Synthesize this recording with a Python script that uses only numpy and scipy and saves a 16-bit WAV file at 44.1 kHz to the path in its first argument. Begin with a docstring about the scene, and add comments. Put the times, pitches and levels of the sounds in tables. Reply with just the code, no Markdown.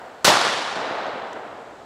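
"""One shotgun blast in a grassy yard edged by trees, heard through an overloaded microphone.
A sharp crack precedes the blast of the expanding muzzle gas. Near trunks reflect it as slaps and a boom,
foliage scatters it into a bright tail, and half a second later distant woods return a duller roll.
Beneath lie steady outdoor noise, the fading roll of an earlier shot and a few faint ticks."""
import sys
import numpy as np
from scipy import signal
from scipy.fft import rfft, irfft, next_fast_len
from scipy.io import wavfile
from scipy.ndimage import map_coordinates

SR = 44100
rng = np.random.default_rng(int(sys.argv[2]) if len(sys.argv) > 2 else 0)


def log_audio(samples):
    """Write samples as a 16-bit WAV file to the path given in sys.argv[1]."""
    # one column per channel
    frames = np.atleast_2d(samples).T
    # limit to full scale, then quantise
    limited = np.clip(frames, -1, 1)
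    pcm = np.round(limited * 32767).astype(np.int16)
    wavfile.write(sys.argv[1], SR, pcm)


N = 81585
SHOT_S = 0.2457


def amp(db):
    """Amplitude grows tenfold every 20 dB."""
    return 10 ** (np.asarray(db) / 20)


def unit(x):
    """Normalisation to rms 1."""
    return x / np.sqrt(np.mean(x ** 2) + 1e-20)


def along(points, hz):
    """Interpolation on a logarithmic frequency axis."""
    knots_hz, values = np.transpose(points)
    return np.interp(np.log(hz + 1), np.log(knots_hz + 1), values)


def since(start):
    """Time of each sample after start, in seconds."""
    return np.arange(N) / SR - start


def fade(t, t60):
    """Exponential decay from t = 0, by 60 dB every t60."""
    return np.exp(-np.log(1000) * np.maximum(t, 0) / t60)


def wobble(rate):
    """Smooth random modulation, rate knots a second."""
    return map_coordinates(rng.standard_normal(N), [np.arange(N) * rate / SR], mode="wrap")


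def filtered(x, response):
    """Filtering multiplies the spectrum by a frequency response."""
    size = next_fast_len(N + SR // 2)
    return irfft(rfft(x, size) * response(np.fft.rfftfreq(size, 1 / SR)), size)[:N]


def shaped(x, colour):
    """A minimum-phase filter is causal: nothing sounds ahead of a hit."""
    size = 2 * next_fast_len(len(x), True)
    cepstrum = irfft(np.log(amp(along(colour, np.fft.rfftfreq(size, 1 / SR)))), size)
    cepstrum[1:size // 2] *= 2
    cepstrum[size // 2 + 1:] = 0
    return irfft(rfft(x, size) * np.exp(rfft(cepstrum)), size)[:len(x)]


def noise(colour):
    """Spectral shaping turns white noise into coloured noise of rms 1."""
    return unit(filtered(rng.standard_normal(N), lambda hz: amp(along(colour, hz))))


def burst(t, colour, hold, t60, rise=0.00013):
    """A noise transient with linear attack and exponential decay; times in seconds."""
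    envelope = np.clip(t / rise, 0, 1) * fade(t - hold, t60)
    return unit(noise(colour) * envelope) * np.sqrt(np.mean(envelope ** 2))


def blast_wave(t, overpressure_s):
    """A blast wave is a jump in pressure followed by a longer suction."""
    age = np.maximum(t, 0) / overpressure_s
    return (t >= 0) * (1 - age) * np.exp(-age)


GRAIN_DB, GRAIN_HZ = 1.1, 500  # modulation by single echoes
CLUMP_DB, CLUMP_HZ = 0.46, 100  # and by clumps of them
def scatter(start, rise, hold, colour, t60):
    """Diffuse scattering: countless echoes merge into grainy noise, each frequency at its own decay."""
    grainy = noise(colour) * unit(amp(GRAIN_DB * wobble(GRAIN_HZ) + CLUMP_DB * wobble(CLUMP_HZ)))
    hz, t, spectra = signal.stft(grainy, SR, nperseg=512)
    decay = fade(t - start - hold, along(t60, hz)[:, None])
    tail = signal.istft(spectra * decay, SR)[1][:N]
    return tail * np.clip(since(start) / rise, 0, 1)


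def slaps(echoes, colour, pulse_weight=0.54):
    """A rough reflector returns a coherent, dulled blast pulse and a short diffuse smear."""
    out = np.zeros(N + SR)
    t = since(0)[:SR // 10]
    envelope = fade(t, t60=0.019)
    pulse = unit(shaped(blast_wave(t, overpressure_s=0.00013), colour))
    for start, db in echoes:
        smear = unit(shaped(rng.standard_normal(len(t)) * envelope, colour))
        slap = pulse_weight * pulse + np.sqrt(1 - pulse_weight ** 2) * smear
        out[round(start * SR):][:len(t)] += amp(db) * slap * np.sqrt(np.mean(envelope ** 2))
    return out[:N]


# Background spectrum. Each row: frequency in Hz, relative level in dB.
AIR_SPECTRUM = [(20, 3), (32, 0), (43, -20), (57, 3), (75, -13), (130, -15.5), (1000, -20.5), (4000, -26.5),
                (6000, -33), (7700, -30.5), (8800, -40), (15500, -53)]
def outdoor_air():
    """Stationary noise forms the outdoor background."""
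    return amp(-47) * noise(AIR_SPECTRUM)


# Spectrum of the earlier roll. Each row: frequency in Hz, relative level in dB.
EARLIER_SPECTRUM = [(30, -28), (120, -12), (250, -7), (500, 1), (700, 4), (1000, -3.5), (1500, -4.5),
                    (2300, -16.5), (4000, -25), (8000, -43.5)]
def earlier_roll():
    """The reverberation of an earlier shot decays exponentially."""
    clumps = amp(CLUMP_DB * wobble(CLUMP_HZ))
    return amp(-38) * noise(EARLIER_SPECTRUM) * clumps * fade(since(0), t60=2.2)


# Faint ticks. Each row: start in seconds, level in dB.
TICK_EVENTS = [(1.066, -46), (1.272, -55), (1.3312, -38.5)]
# Their spectrum. Each row: frequency in Hz, relative level in dB.
TICK_SPECTRUM = [(1000, -35), (5000, -20), (6200, 6), (6900, -9), (7700, -4), (8600, -22), (10500, -18),
                 (12500, -27), (15000, -36)]
def ticks():
    """Rapidly damped treble transients are heard as dry ticks."""
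    return sum(amp(db) * burst(since(start), TICK_SPECTRUM, hold=0, t60=0.01) for start, db in TICK_EVENTS)


# Spectrum of the distant roll. Each row: frequency in Hz, relative level in dB.
WOODS_SPECTRUM = [(30, -60), (100, -17), (200, -12), (400, -3), (700, 2), (1000, -2.5), (1500, -5.5),
                  (2300, -13), (4000, -19), (7000, -40.5), (12000, -59)]
# Its decay. Each row: frequency in Hz, reverberation time in seconds.
WOODS_DECAY = [(150, 4.7), (700, 3.53), (1500, 2.86), (3500, 2.08), (8000, 1.07)]
# Thuds within the roll. Each row: arrival in seconds, level in dB.
THUD_ECHOES = [(.782, -23), (.795, -26), (.910, -24), (1.157, -29), (1.364, -31)]
# Their spectrum. Each row: frequency in Hz, relative level in dB.
THUD_SPECTRUM = [(60, -35), (150, -10), (300, -1.5), (700, 3), (1300, -11), (2500, -25), (10000, -62)]
def distant_woods():
    """Propagation delay: far trees return a late, dull roll with a few distinct thuds."""
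    roll = amp(-28.5) * scatter(start=0.74, rise=0.022, hold=0.28, colour=WOODS_SPECTRUM, t60=WOODS_DECAY)
    return roll + slaps(THUD_ECHOES, THUD_SPECTRUM)


# Spectra of the four near returns. Each row: frequency in Hz, relative level in dB.
SPLASH_SPECTRUM = [(100, -7.5), (500, -1), (1200, 0), (2500, 0.5), (4800, 0), (8000, -7.5), (11000, -16.5),
                   (15500, -22)]
BOOM_SPECTRUM = [(40, -50), (90, -24), (180, -1.5), (300, 2), (500, 5), (650, 4.5), (900, -16), (2500, -20),
                 (10000, -60)]
LEAF_SPECTRUM = [(30, -48), (60, -39), (110, -13), (200, -11), (400, -5), (750, 1), (1500, -0.5),
                 (2300, -5.5), (4000, -4), (6000, -10.5), (8500, -17.5), (11000, -22.5), (15500, -44)]
TRUNK_SPECTRUM = [(40, -39), (100, -8.5), (170, -8), (330, -3), (700, 6), (1500, 3), (2500, -15),
                  (5000, -10), (9000, -20), (15000, -109)]
# Decay of the foliage tail. 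Each row: frequency in Hz, reverberation time in seconds.
LEAF_DECAY = [(60, 1.9), (300, 2), (800, 2.32), (3000, 1.75), (5500, 1.45), (8500, 1.22), (13000, 0.75)]
# Reflections off trunks. Each row: arrival in seconds, level in dB.
TRUNK_ECHOES = [(.2705, -12.5), (.2770, -11.5), (.2795, 0), (0.2843, -11.5), (0.2863, -15), (0.2966, -21),
                (0.3017, -7), (0.307, -16), (.3180, -8), (0.325, -9.5), (0.3384, -11.5), (0.346, -29),
                (0.354, -8.5), (0.3705, -11), (0.4129, -13.5), (.4350, -20), (0.45, -15.5), (.4680, -13.5),
                (.4760, -15.5)]
def near_trees():
    """Early reflections give a bright splash, a boom and slaps; scattering by foliage adds a tail."""
    splash = amp(-14) * burst(since(SHOT_S), SPLASH_SPECTRUM, hold=0.041, t60=0.15, rise=0.0062)
    boom = amp(-18) * burst(since(0.272), BOOM_SPECTRUM, hold=0.031, t60=0.034, rise=0.012)
    tail = amp(-14) * scatter(SHOT_S, rise=0.04, hold=0, colour=LEAF_SPECTRUM, t60=LEAF_DECAY)
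    return splash + boom + slaps(TRUNK_ECHOES, TRUNK_SPECTRUM) + tail


# The crack, then the muzzle blast. Each row: start in seconds, level in dB, hold and t60 in seconds.
SHOCK_FRONTS = [(0.2454, -10, .0012, 0.0049), (0.2481, -7.5, 0.0031, 0.035)]
# Spectra of the fronts and the thump. Each row: frequency in Hz, relative level in dB.
FRONT_SPECTRUM = [(40, -13), (200, -9), (600, 3), (1500, 4), (3000, -3.5), (4600, 2), (7000, -5.5),
                  (10000, -11), (15000, -23)]
THUMP_SPECTRUM = [(20, -3), (50, 2), (100, -14), (250, -24), (1000, -38), (8000, -60)]
def shotgun():
    """Direct sound: two shock fronts, the second with the low thump of expanding muzzle gas."""
    fronts = sum(amp(db) * burst(since(start), FRONT_SPECTRUM, hold, t60)
                 for start, db, hold, t60 in SHOCK_FRONTS)
    muzzle_s = SHOCK_FRONTS[-1][0]
    gas_push = blast_wave(since(muzzle_s), overpressure_s=0.0038)
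    return fronts + amp(-14) * shaped(gas_push, THUMP_SPECTRUM)


def scene():
    """Superposition: the shot, its echoes and the background add in one channel."""
    return (shotgun() + near_trees() + distant_woods() + earlier_roll() + ticks() + outdoor_air())[None]


CLIP_LEVEL, CLIP_HARDNESS = 0.59, 3.2
LOW_CUT_HZ, TOP_HZ, TAPER_HZ = 99, 16000, 500
def record(dry):
    """Saturation in the microphone rounds the peaks; its limited band cuts bass and extreme treble."""
    clipped = dry[0] / (1 + np.abs(dry[0] / CLIP_LEVEL) ** CLIP_HARDNESS) ** (1 / CLIP_HARDNESS)
    thinned = signal.sosfilt(signal.butter(3, LOW_CUT_HZ, "highpass", fs=SR, output="sos"), clipped)
    return filtered(thinned, lambda hz: np.clip((TOP_HZ - hz) / TAPER_HZ, 0, 1))[None]


dry = scene()
out = record(dry)
log_audio(out)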